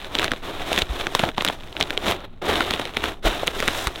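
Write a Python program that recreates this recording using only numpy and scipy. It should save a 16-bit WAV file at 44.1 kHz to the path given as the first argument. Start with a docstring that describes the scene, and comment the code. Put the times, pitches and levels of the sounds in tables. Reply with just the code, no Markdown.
"""Skin rasps and creases crackle close by, as a hand handles an inflated fabric sleeping pad on a lawn:
it grips the pad, lifts a corner, lays it back, then strokes and presses it.
The rasp is thousands of tiny slips over the taut weave; each snap is a patch of fabric buckling.
The air chambers answer with a short hollow ring and soft thumps, over a faint outdoor rumble."""
import sys
import numpy as np
from scipy import signal
from scipy.fft import rfft, irfft
from scipy.io import wavfile

SR = 44100
rng = np.random.default_rng(int(sys.argv[2]) if len(sys.argv) > 2 else 0)


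def store_pcm(level_fs):
    """Save levels as 16-bit WAV."""
    pcm = np.round(np.clip(level_fs, -1, 1) * 32767).astype(np.int16)
    wavfile.write(sys.argv[1], SR, np.atleast_2d(pcm).T)


N = 176400
TIME = np.arange(N) / SR


def rubbing(body_db, rasp_db):
    """Sliding skin excites the hollow chambers, the taut fabric and the weave; the uneven grip judders."""
    # Tone of the hollow chambers: (frequency [Hz], relative level [dB])
    body_tone = [(60, -1), (150, -10.5), (260, -6.5), (370, 0), (480, -5.5), (700, -3), (850, -7.5),
                 (1350, -12.5), (2000, -43)]
    # Tone of the taut fabric's rasp: (frequency [Hz], relative level [dB])
    rasp_tone = [(700, -6.5), (1350, 0.5), (2200, -3.5), (3800, -8), (7000, -25)]
    # Tone of the weave's hiss: (frequency [Hz], relative level [dB])
    hiss_tone = [(3000, -24), (5400, -1), (10500, -9), (16000, -14)]
    # Level ride of the hiss against the rasp: (time [s], level [dB])
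    sheen = [(0.62, -6), (1.2, -3.5), (2.12, -4), (2.25, -18), (2.4, -7.5), (3.5, -5), (3.8, 1.5),
             (4.0, -4.5)]
    hiss_db = rasp_db + np.interp(TIME, *np.transpose(sheen))
    judder_db = 2 * drift(rate_hz=29)
    layers = (body_tone, body_db), (rasp_tone, rasp_db), (hiss_tone, hiss_db)
    return sum(from_db(db + judder_db) * colour(slips(), tone) for tone, db in layers)


def slips(per_s=8000, spread_db=4.5, smooth_share=0.41):
    """Skin catches and slips on threads: dense grains of uneven size over a smooth hiss."""
    sizes = from_db(spread_db * np.minimum(rng.exponential(1, N), 5)) * rng.choice([-1, 1], N)
    grains = rms_one(sizes * (rng.random(N) < per_s / SR))
    return np.sqrt(1 - smooth_share) * grains + np.sqrt(smooth_share) * rng.standard_normal(N)


def snaps(neighbour_spread_s=0.005, neighbour_db=-14.5):
    """Large creases snap through; each drags two tiny neighbouring folds along, just before or after."""
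    # Snap cues: (time [s], strength [dB], pitch of the buckling patch [Hz], crack strength [dB])
    cues = [(0.1522, 12.5, 2630, 2.5), (0.1876, 13, 3450, -5), (0.1957, 14.5, 1740, 3),
            (0.2187, 10, 1500, -5), (0.2298, 12, 1390, -8), (0.2438, 12.5, 1750, 8.5),
            (0.2545, 7, 1690, -13), (0.2803, 8.5, 2060, -17), (0.3177, 17.5, 1440, 4),
            (0.3356, 18, 603, -21), (0.7299, 11.5, 2580, 8), (0.762, 6, 3320, -2), (0.7775, 17, 1700, 6),
            (0.789, 12, 1990, 8.5), (0.8199, 15.5, 3360, 5.5), (0.8226, 5, 3020, 0), (1.012, 8, 1820, -10),
            (1.069, 14.5, 1600, 0), (1.1501, 23, 830, 16.5), (1.1941, 14, 2630, 1), (1.198, 18.5, 585, -3),
            (1.2354, 22.5, 330, -15), (1.2378, 21, 740, -19), (1.2898, 10.5, 1610, -23),
            (1.3808, 23.5, 670, -7), (1.4087, 13, 2070, -18), (1.4222, 14, 920, 1),
            (1.4487, 17, 1510, 14.5), (1.4655, 11, 1400, 1), (1.4775, 12, 3320, -14), (1.4862, 13, 2650, 6),
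            (1.4996, 17, 720, -22), (1.767, 7.5, 2200, -14), (1.8038, 13, 746, 5), (1.8105, 16, 2350, 2),
            (1.8266, 13, 3200, 3), (1.906, 12.5, 1560, -0.5), (1.9761, 13.5, 2880, -3),
            (2.0602, 11.5, 1100, -7), (2.083, 9, 2390, 0), (2.112, 15, 990, 7), (2.6068, 16.5, 1370, 1),
            (2.7084, 14, 1570, 5.5), (2.7377, 11.5, 2940, 1.5), (2.7966, 19, 445, 0.5),
            (2.8539, 6, 2200, -6), (2.9697, 16, 2020, 1), (3.0404, 16.5, 1300, 2.5),
            (3.4725, 8.5, 1310, 11.5), (3.4785, 16, 2350, -19), (3.6028, 13.5, 1830, 7),
            (3.6257, 16, 1190, -2), (3.6789, 17, 1820, 9.5), (3.6846, 18, 1630, -1), (3.8715, 20, 1000, 9),
            (3.9589, 1, 3720, -17)]
    out = np.zeros(N)
    for start, db, hz, crack_db in cues:
        add(out, start, crease(db, hz, crack_db))
        for lag in rng.normal(0, neighbour_spread_s, 2):
            fold_hz = hz * 2 ** rng.uniform(-0.47, 0.74)
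            add(out, start + lag, crease(db + neighbour_db, fold_hz, crack_db + neighbour_db))
    return out


def crease(db, hz, crack_db):
    """A patch buckles and settles: a sharp crack, two or three cycles at its pitch, a chamber ring."""
    # Tone of the chamber's ring: (frequency [Hz], relative level [dB])
    ring_tone = [(100, -6), (280, 0.5), (600, -3), (8000, -39)]
    crossover_hz, crack_top_hz = 4250, 7400   # the crack takes over where the patch's sound ends
    mean_settle_s, crack_decay_s, ring_decay_s = 0.000911, 0.00061, 0.0054
    size = 2048
    clicks = np.zeros(size)
    clicks[0] = 1
    settle_at = 1 + int(mean_settle_s * SR * (.5 + rng.random()))
    clicks[settle_at] = from_db(-9) * rng.choice([-1, 1])
    resonance = poles(hz, q=1.71)
    band_pass = (1 - resonance[2]) / 2 * np.array([1, 0, -1])
    patch = from_db(db) * signal.lfilter(band_pass, resonance, clicks)
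    patch = signal.lfilter(*signal.butter(2, crossover_hz, fs=SR), patch)
    burst = rng.standard_normal(size) * np.exp(-TIME[:size] / crack_decay_s)
    crack_band = signal.butter(1, [crossover_hz, crack_top_hz], "band", fs=SR)
    crack = from_db(crack_db) * signal.lfilter(*crack_band, burst / np.linalg.norm(burst))
    ring = rms_one(colour(rng.standard_normal(size), ring_tone) * np.exp(-TIME[:size] / ring_decay_s))
    return patch + crack + from_db(-3.5) * patch.std() * ring


def crackle(rasp_db, per_s=45, low_hz=640, high_hz=3300, spread_db=4.5):
    """Small creases give way at random, louder as the fabric works harder."""
    out = np.zeros(N)
    for i in np.flatnonzero(rng.random(N) < per_s / SR):
        hz = low_hz * (high_hz / low_hz) ** rng.random()
        db = 24 + 0.81 * rasp_db[i]   # follows most of the rasp's swing
        db += spread_db * min(rng.exponential(), 2)
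        add(out, i / SR, crease(db, hz, crack_db=db - 14))
    return out


def thumps():
    """Bumped, pressed or tapped, the air cushion swells and wobbles for a few cycles."""
    # Thump cues: (time [s], envelope peak [dB], pitch [Hz], swell time [s])
    cues = [(0.717, -13.5, 680, 0.0014), (0.819, -23, 70, 0.0058), (0.895, -17.5, 51, 0.011),
            (1.233, -21.5, 147, 0.0026), (2.608, -9.5, 1370, 0.00089), (3.245, -15.5, 34, 0.018),
            (3.4324, -11, 620, 0.00098), (3.868, -20.5, 55, 0.0068)]
    out = np.zeros(N)
    t = TIME[:SR // 2]
    for start, db, hz, swell_s in cues:
        envelope = from_db(db) * t / swell_s * np.exp(1 - t / swell_s)
        add(out, start, envelope * np.sin(2 * np.pi * hz * t))
    return out


def outdoor_air(level_db=-37):
    """Open air lays a faint, steady low rumble under the scene."""
    # Tone of the rumble: (frequency [Hz], relative level [dB])
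    rumble_tone = [(14, 12), (38, -5.5), (250, -17), (16000, -95)]
    return from_db(level_db) * colour(rng.standard_normal(N), rumble_tone)


def from_db(db):
    """Decibels to gain."""
    return 10 ** (np.asarray(db) / 20)


def rms_one(x):
    """Scale to rms 1."""
    return x / np.sqrt(np.mean(x ** 2) + 1e-20)


def colour(x, tone):
    """EQ a sound to a tone curve, rolling off below its first point; rms 1."""
    hz, db = np.transpose(tone)
    bin_hz = np.maximum(np.arange(len(x) // 2 + 1) * SR / len(x), 1)
    low_cut = np.minimum(bin_hz / hz[0], 1) ** 2
    eq = from_db(np.interp(np.log(bin_hz), np.log(hz), db))
    return rms_one(irfft(rfft(x) * low_cut * eq, len(x)))


def drift(rate_hz):
    """Smooth random wander; rms 1."""
    low_pass = signal.butter(2, rate_hz, fs=SR, output="sos")
    return rms_one(signal.sosfilt(low_pass, rng.standard_normal(N + SR))[SR:])


def poles(hz, q):
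    """Coefficients of a damped resonance."""
    r = np.exp(-np.pi * hz / q / SR)
    return np.array([1, -2 * r * np.cos(2 * np.pi * hz / SR), r * r])


def add(out, start_s, sound):
    """Mix a sound in at a time."""
    i = int(np.clip(start_s * SR, 0, N - 1))
    out[i:i + len(sound)] += sound[:N - i]


def scene():
    """Hand and pad over faint outdoor air, in mono."""
    # Level ride of the sliding hand: (time [s], hollow body level [dB], rasp level [dB])
    strokes = [(0.0, -41, -39.5), (0.09, -42, -48), (0.2, -29.5, -32.5), (0.416, -47.5, -51),
               (0.437, -33, -38.5), (0.62, -33.5, -38.5), (0.789, -28.5, -28), (0.862, -41.5, -46.5),
               (1.01, -32, -35.5), (1.09, -37.5, -45), (1.2, -40, -33), (1.272, -26, -38.5),
               (1.331, -48.5, -55), (1.39, -41, -42.5), (1.5, -36.5, -38), (1.6, -47, -51.5),
               (1.83, -35.5, -44), (2.01, -38.5, -45.5), (2.077, -21.5, -27), (2.126, -28, -31.5),
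               (2.2, -41.5, -51), (2.251, -40, -43), (2.273, -51.5, -60), (2.412, -61.5, -67),
               (2.418, -33.5, -44.5), (2.487, -21, -27.5), (2.58, -28, -31.5), (2.73, -30.5, -32.5),
               (2.92, -39.5, -45), (3.049, -33, -34.5), (3.109, -32.5, -38.5), (3.135, -41.5, -47),
               (3.222, -55, -66), (3.226, -44.5, -49), (3.264, -16.5, -20.5), (3.311, -29.5, -33),
               (3.54, -37.5, -39), (3.6, -32.5, -35), (3.867, -32.5, -34), (3.905, -39.5, -45.5),
               (4.0, -40, -40.5)]
    times, *levels = np.transpose(strokes)
    body_db, rasp_db = (np.interp(TIME, times, db) for db in levels)
    air = outdoor_air()
    return (rubbing(body_db, rasp_db) + snaps() + crackle(rasp_db) + thumps() + air)[None]


def record(dry, ceiling=0.83, cutoff_hz=16000):
    """The microphone port rings and dulls the treble; the highest peaks are rounded and the top is cut."""
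    dip, peak = poles(hz=4600, q=2.09), poles(hz=3707, q=4.6)
    ported = signal.lfilter(dip / dip.sum(), peak / peak.sum(), dry)
    rounded = ported / (1 + (ported / ceiling) ** 6) ** (1 / 6)
    return signal.sosfilt(signal.ellip(10, .2, 80, cutoff_hz, fs=SR, output="sos"), rounded)


dry = scene()
out = record(dry)
store_pcm(out)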